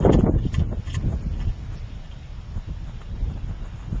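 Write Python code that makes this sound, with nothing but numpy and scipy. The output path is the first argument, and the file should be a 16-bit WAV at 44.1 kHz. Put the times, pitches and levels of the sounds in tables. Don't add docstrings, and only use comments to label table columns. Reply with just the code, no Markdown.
import sys
import numpy as np
from scipy import signal
from scipy.io import wavfile
from scipy.ndimage import uniform_filter1d

SR = 44100
rng = np.random.default_rng(int(sys.argv[2]) if len(sys.argv) > 2 else 0)


def undo_db(level):
    steps = np.asarray(level, float) / 20
    return 10 ** steps


def unload_audio(sound):
    columns = np.transpose(np.atleast_2d(sound))
    steps = np.round(np.clip(columns, -1, 1) * 32767)
    wavfile.write(sys.argv[1], SR, steps.astype(np.int16))


N = 176400
USUAL_DB = -30.5


def rms_one(x):
    return x / np.sqrt(np.mean(x ** 2) + 1e-20)


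def in_time(rows):
    return np.interp(np.arange(N) / SR, *np.transpose(rows))


def at_hz(points, hz):
    points = np.array(points)
    return np.interp(np.log(hz), np.log(points[:, 0]), points[:, 1])


def band(x, low, high, order=2):
    return signal.sosfilt(signal.butter(order, [low, high], "band", fs=SR, output="sos"), x)


def low_pass(x, hz, order):
    return signal.sosfilt(signal.butter(order, hz, fs=SR, output="sos"), x)


def bell(middle_s, length_s, power=2):
    t = np.arange(N) / SR
    return np.exp(-(2 * (t - middle_s) / length_s) ** power)


def drift(rate):
    r = np.exp(-80 * np.pi * rate / SR)
    slow = signal.lfilter([1], [1, -2 * r, r * r], rng.standard_normal(N // 40 + 2002))[2000:]
    return np.interp(np.arange(N) / 40, np.arange(len(slow)), rms_one(slow))


def smear(x, length_s):
    size = max(int(length_s * SR / 2), 2)
    power = uniform_filter1d(uniform_filter1d(x ** 2, size=size), size=size)
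    return np.sqrt(np.abs(power))


def ring(clicks, hz, t60):
    r, w = undo_db(-60 / (t60 * SR)), 2 * np.pi * hz / SR
    return signal.lfilter([0, np.sin(w)], [1, -2 * r * np.cos(w), r * r], clicks + 1e-18)


def wind_strength():
    # start_s, level_db
    gust = [(0.0, -14), (0.11, -20.5), (0.24, -19.5), (0.4, -24.5), (0.7, -33), (1.22, -30), (1.39, -28),
            (1.54, -33.5), (1.89, -35.5), (2.04, -37.5), (2.25, -36.5), (2.66, -37), (3.12, -34),
            (3.31, -26), (3.39, -32.5), (3.69, -35.5), (3.85, -35.5), (4.0, -37.5)]
    # start_s, peak_db, length_s, sharpness_db_per_octave
    buffets = [(0.06, -3, 0.031, 4), (0.093, -6.5, 0.019, 6.5), (0.127, -1.5, 0.042, 1),
               (0.18, -3.5, 0.03, -1.5), (0.241, -6, 0.01, 0.5), (0.267, -7, 0.037, 4.5),
               (0.297, -11.5, 0.027, 0.5), (0.352, -6, 0.027, -2.5), (0.447, -8.5, 0.026, -5.5),
               (0.604, -8, 0.029, -1.5), (0.641, -15.5, 0.1, -0.5), (0.69, -16.5, 0.039, -0.5),
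               (0.719, -13.5, 0.037, 3.5), (0.774, -16, 0.04, -1), (0.967, -16, 0.054, -1.5),
               (1.037, -11, 0.082, -3), (1.121, -14, 0.036, 2.5), (0.577, -13, .02, -1.5),
               (1.334, -15.5, 0.012, -8), (1.4, -20.5, 0.059, 0), (1.463, -16, 0.051, -3.5),
               (1.756, -19.5, 0.041, -1), (2.566, -17.5, 0.019, -0.5), (2.686, -18, 0.04, -2),
               (2.876, -16.5, 0.011, -9.5), (3.13, -21, 0.041, -1), (3.219, -17.5, 0.023, -4.5),
               (3.31, -23.5, 0.031, -1), (3.368, -24, 0.033, 3), (3.492, -25, 0.05, -3),
               (3.62, -23.5, 0.023, 0.5), (1.257, -16, 0.02, -2.5), (1.884, -28.5, 0.034, 3.5),
               (0.858, -20.5, 0.034, -1), (3.922, -14, 0.066, 0)]
    power, sharp_db = undo_db(2 * in_time(gust)), 0
    for start_s, peak_db, length_s, buffet_sharp_db in buffets:
        swell = bell(start_s + length_s / 4, max(length_s, 0.008))
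        power = power + undo_db(2 * (peak_db - 10.5)) * swell
        sharp_db = sharp_db + buffet_sharp_db * swell
    push_db = 10 * np.log10(power) - USUAL_DB
    return push_db, sharp_db + 1.5 * undo_db(push_db - 13)


def wind(push_db, sharp_db):
    # pitch_hz, level_db_per_hz
    eddies = [(25, 4.5), (50, 3), (100, -1), (230, -17.5), (450, -31), (800, -40.5), (1600, -56.5),
              (3200, -68.5)]
    # pitch_hz, follow_db_per_db
    follows = [(25, 0.75), (130, 1.0639), (280, 1.5), (800, 1.5), (2500, -1.25)]
    eddies_per_cycle, eddy_spread_db, lump_db = 1.5, 2, 1.5
    out, lumps = 0, drift(14)
    edges = 22 * 2 ** np.arange(0, 7.6, 0.5)
    for low, high in zip(edges, edges[1:]):
        hz = np.sqrt(low * high)
        pulses = (rng.random(N) < eddies_per_cycle * hz / SR) * rng.choice([-1, 1], N)
        pulses = pulses * undo_db(eddy_spread_db * np.minimum(rng.exponential(1, N), 4))
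        gain_db = at_hz(eddies, hz) + at_hz(follows, hz) * (push_db + lump_db * lumps)
        gain_db = gain_db + sharp_db * np.clip(np.log2(hz / 150), -1, 2.5)
        out = out + np.sqrt(hz / 100) * undo_db(gain_db) * rms_one(band(pulses + 1e-18, low, high))
    return undo_db(-35) * out


def pops():
    # middle_s, signed_height, width_s
    lone_eddies = [(.051, -0.83, 0.00056), (0.095, -0.72, 0.00065), (0.1141, -0.41, .0008),
                   (0.1251, -.4, 0.0012), (0.1889, -.4, 0.00077), (0.2391, -0.57, 0.0011),
                   (.2695, 0.27, 0.00051), (0.295, 0.3, 0.00064), (0.3389, -0.14, 0.0013),
                   (0.4538, 0.18, .001), (0.4641, 0.26, 0.0015), (.5863, -0.35, 0.0018),
                   (0.728, 0.061, 0.0013), (.794, -0.1, 0.002), (0.9739, .15, 0.0029),
                   (1.0576, 0.23, 0.0018), (1.084, -0.049, 0.0021), (1.2673, -0.15, 0.0017),
                   (2.5813, -0.075, .0015), (2.6939, 0.069, 0.0017), (2.8935, -0.025, 0.0015),
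                   (3.944, .1, 0.0015), (3.928, -0.14, 0.0017)]
    t, out = np.arange(N) / SR, 0
    for middle_s, height, width_s in lone_eddies:
        u2 = ((t - middle_s) / width_s) ** 2
        out = out + height * (1 - u2) * np.exp(-u2 / 2)
    return out


def flutters():
    # middle_s, level_db, length_s
    light_puffs = [(0.023, -42.5, 0.036), (0.065, -30.5, 0.055), (.097, -30, .012), (0.207, -38.5, 0.021),
                   (0.267, -32.5, 0.012), (0.289, -45.5, .03), (0.35, -48.5, 0.013), (0.42, -53, 0.016),
                   (0.621, -47.5, 0.049), (0.726, -46, 0.015), (1.131, -48.5, 0.028), (1.225, -54, 0.024),
                   (1.401, -44, 0.02), (1.427, -50, 0.055), (1.74, -49, 0.043), (2.571, -50.5, 0.049),
                   (2.895, -47.5, 0.046), (3.016, -45.5, 0.015), (3.157, -56.5, 0.053),
                   (3.313, -49.5, 0.03), (3.375, -50, 0.029), (3.504, -49, 0.046), (3.655, -50, 0.034),
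                   (3.796, -51.5, 0.18), (3.963, -50, 0.072)]
    eddies_per_s = 900
    pulses = (rng.random(N) < eddies_per_s / SR) * rng.standard_normal(N)
    swells = sum(undo_db(db) * bell(middle_s, length_s) for middle_s, db, length_s in light_puffs)
    return swells * rms_one(band(pulses, 359, 1486))


def touches():
    # start_s, peak_db, hardness_db, change_per_touch_db
    crank_knocks = [(0.011, -47.5, 25, 3.5), (0.033, -41.5, 26, 2.5), (.052, -40.5, 32.5, 1),
                    (.09, -45, 25, 1.5), (.121, -36, -0.5, 1), (.130, -23, -2.5, -2.5),
                    (.1405, -34.5, -6, -4), (.187, -39.5, 6.5, 1.5), (0.3836, -41, -8, -4),
                    (0.429, -45, 40, 2.5), (0.4596, -43.5, 29.5, 2), (0.537, -40, 8, 0.5),
                    (0.5414, -23.5, -4, -7), (.578, -45, 18, -0.5), (0.5938, -33, 4, -2.5),
                    (0.8578, -43.5, 7.5, 1.5), (0.8726, -38, -10.5, -2), (0.894, -35.5, 11, 1.5),
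                    (0.917, -36.5, 21, 1.5), (0.9434, -26, -4, -2), (0.9538, -37.5, -1, -4),
                    (1.009, -46.5, -10, -3.5), (1.335, -41.5, 16.5, -3.5), (1.4014, -32.5, 5.5, -4),
                    (1.412, -39.5, -6.5, -1.5), (1.445, -43.5, 10, -3), (1.471, -39.5, 24, 0),
                    (1.49, -40.5, 7, -3), (2.0456, -40, 1.5, -2.5), (2.112, -35.5, 14, -3.5),
                    (3.017, -40, -7, -9)]
    touch_s, jitter = 0.0045, 0.3
    start_s, db, hard_db, change_db = np.transpose(crank_knocks)[:, :, None]
    j = np.arange(4)
    uneven = jitter * (j > 0) * rng.uniform(-1, 1, (len(start_s), len(j)))
    start_s = start_s + touch_s * (j + uneven)
    return (start_s * SR).astype(int).ravel(), (db + change_db * j).ravel(), (hard_db + 0 * j).ravel()


def whirligig(at, db, hard_db):
    # pitch_hz, level_db, t60_s
    wood_modes = [(1056, -8.5, 0.075), (1210, -12, 0.093), (1760, -3.5, 0.063), (1980, -5.5, 0.074),
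                  (2182, -6.5, 0.044), (2580, -4.5, .04), (2760, -7, 0.035), (2870, -2.5, 0.041),
                  (3171, 0, 0.04), (3500, -6.5, 0.025)]
    mode_spread_db, knock_db = 3.5, -12
    chance = rng.standard_normal((len(at), len(wood_modes)))
    out = np.zeros(N)
    for k, (hz, level_db, t60) in enumerate(wood_modes):
        tilt_db = hard_db * np.log2(min(hz, 3200) / 3000)
        strike_db = db + knock_db + level_db + tilt_db + mode_spread_db * chance[:, k]
        clicks = np.bincount(at, undo_db(strike_db), N) * (-1) ** k
        out += ring(clicks, hz, t60)
    return out


def crack(at, db, hard_db):
    decay = [1, -np.exp(-1 / (0.0035 * SR))]
    strike = undo_db(db - 13.5)
    soft = undo_db(-np.maximum(hard_db, 0))
    wide = signal.lfilter([1], decay, np.bincount(at, strike * soft, N) + 1e-18)
    narrow = signal.lfilter([1], decay, np.bincount(at, strike, N) + 1e-18)
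    wide_noise = rms_one(band(rng.standard_normal(N), 950, 4000))
    narrow_noise = rms_one(band(rng.standard_normal(N), 2650, 3450))
    return 0.4 * wide * wide_noise + 0.8 * narrow * narrow_noise


def squeaks():
    # middle_s, level_db
    rod_squeaks = [
        (0.91, -49),
        (1.423, -54),
    ]
    swells = sum(undo_db(db) * bell(middle_s, 0.017, power=4) for middle_s, db in rod_squeaks)
    return swells * np.sin(2 * np.pi * 5330 * np.arange(N) / SR)


def leaves():
    # pitch_hz, level_db_per_hz
    leaf_colour = [(280, -4.5), (600, 2), (1100, -3), (2000, -5), (3200, -6.0), (4300, -7.5)]
    out, edges = 0, 250 * 2 ** np.arange(0, 4.4, 1 / 3)
    for low, high in zip(edges, edges[1:]):
        gain_db = at_hz(leaf_colour, np.sqrt(low * high)) + 1.2 * drift(4.6)
        out = out + undo_db(gain_db) * band(rng.standard_normal(N), low, high)
    return undo_db(-50.5) * rms_one(out)


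def treble_tips():
    # middle_s, swings, length_s
    tip_moments = [(0, 2.7, 0.036), (0.055, 4, .05), (0.199, 3, .03), (0.298, 2.5, .12), (0.702, 1.4, 0.17),
                   (0.872, 1.9, .03), (0.948, 4.5, 0.041), (1.118, 2, .08), (1.233, 1.1, 0.028),
                   (1.392, 1, 0.046), (1.738, 1.5, 0.032), (1.78, -2.7, .03), (2.577, 1.5, 0.045),
                   (2.889, 0.95, .06), (3.022, 1.24, .04), (3.313, 1.1, .035), (3.377, 0.7, .03),
                   (3.493, 1.24, 0.039), (3.666, 1.7, 0.044), (3.804, 1.24, 0.11), (3.954, 1.6, 0.078)]
    return sum(swings * bell(middle_s, length_s) for middle_s, swings, length_s in tip_moments)


def treble(hiss, knocks, tips):
    # low_hz, high_hz, hiss_db, knock_db, swing_db
    treble_bands = [(3880, 5260, -3.5, -13.5, -0.5), (5240, 5650, -7, -21.5, -2),
                    (5570, 6400, -9.5, -17.5, 1), (6370, 7250, -9, -11, 6), (7300, 8700, -31.5, -33.5, 7.5),
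                    (8660, 9150, -26, -29.5, 6.5), (9150, 9600, -32.5, -33, 7)]
    out = 0
    for low, high, hiss_db, knock_db, swing_db in treble_bands:
        level = np.hypot(undo_db(hiss_db + swing_db * tips) * hiss, undo_db(knock_db) * knocks)
        noise = rms_one(band(rng.standard_normal(N), low, high, order=8))
        out = out + level * undo_db(1.3 * drift(60)) * noise
    return out


def scene():
    # start_s, level_db
    hiss_levels = [(0, -63), (.09, -69), (.22, -63.5), (.285, -78), (.33, -71), (.38, -72.5), (.43, -62.5),
                   (.60, -56.5), (.645, -71.5), (.70, -70.5), (.85, -61), (1.12, -64), (1.2, -62), (1.73, -62),
                   (1.78, -58), (1.83, -62.5), (3.3, -64), (4, -64.5)]
    air = wind(*wind_strength()) + pops() + flutters()
    air = low_pass(air, 2100, 4)
    hits = touches()
    wood = whirligig(*hits) + crack(*hits)
    hiss_level_db = in_time(hiss_levels)
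    hiss = undo_db(0.18 * (hiss_level_db - hiss_level_db.max())) * leaves()
    low_cut = signal.ellip(8, 0.5, 50, 3920, fs=SR, output="sos")
    low = signal.sosfilt(low_cut, air + wood + hiss)
    knocks = undo_db(USUAL_DB) * (smear(wood, 0.036) / undo_db(USUAL_DB)) ** 1.34
    return (low + treble(undo_db(hiss_level_db), knocks, treble_tips()) + squeaks())[None]


def coarse(x):
    frame, low_hz, high_hz, edge_hz = 1024, 500, 3950, 3750
    n = np.arange(2 * frame)
    k = np.arange(int(2 * frame * low_hz / SR), int(2 * frame * high_hz / SR))
    window = np.sin(np.pi * (n + 0.5) / (2 * frame))[:, None]
    cosines = np.cos(np.pi / frame * np.outer(n + 0.5 + frame / 2, k + 0.5))
    basis = window * cosines * np.sqrt(2 / frame)
    index = np.arange(N // frame + 2)[:, None] * frame + n
    padded = np.pad(x, (frame, 3 * frame))
    lines = padded[index] @ basis
    power = np.mean(padded[index] ** 2, axis=1, keepdims=True)
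    loud = np.sqrt(np.abs(uniform_filter1d(power, size=11, axis=0))) + 1e-9
    local = np.abs(uniform_filter1d(lines ** 2, size=12, axis=1))
    loud_step = undo_db(-42.7) * (loud / undo_db(USUAL_DB)) ** 0.64
    step = np.sqrt(loud_step ** 2 + undo_db(2 * -4) * local)
    scatter = np.repeat(rng.standard_normal((len(index), len(k) // 3 + 1)), 3, axis=1)[:, :len(k)]
    edge_db = 2.5 * (k > 2 * frame * edge_hz / SR)
    step = step * undo_db(3.2 * scatter + 2.2 * np.log2(k / k[-1]) + edge_db)
    rounded = np.sign(lines) * np.floor(np.abs(lines) / step + 0.38) * step
    change = np.bincount(index.ravel(), ((rounded - lines) @ basis.T).ravel(), len(padded))
    return x + 0.92 * change[frame:frame + N]


def top_cut(x):
    return signal.sosfilt(signal.butter(12, 9550, fs=SR, output="sos"), x)


def record(dry):
    x = signal.sosfilt(signal.butter(2, 20, "high", fs=SR, output="sos"), dry[0])
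    x = 0.9 * np.tanh(x / 0.9)
    x = low_pass(coarse(x), 9800, 8)
    return top_cut(x[None])


dry = scene()
out = record(dry)
unload_audio(out)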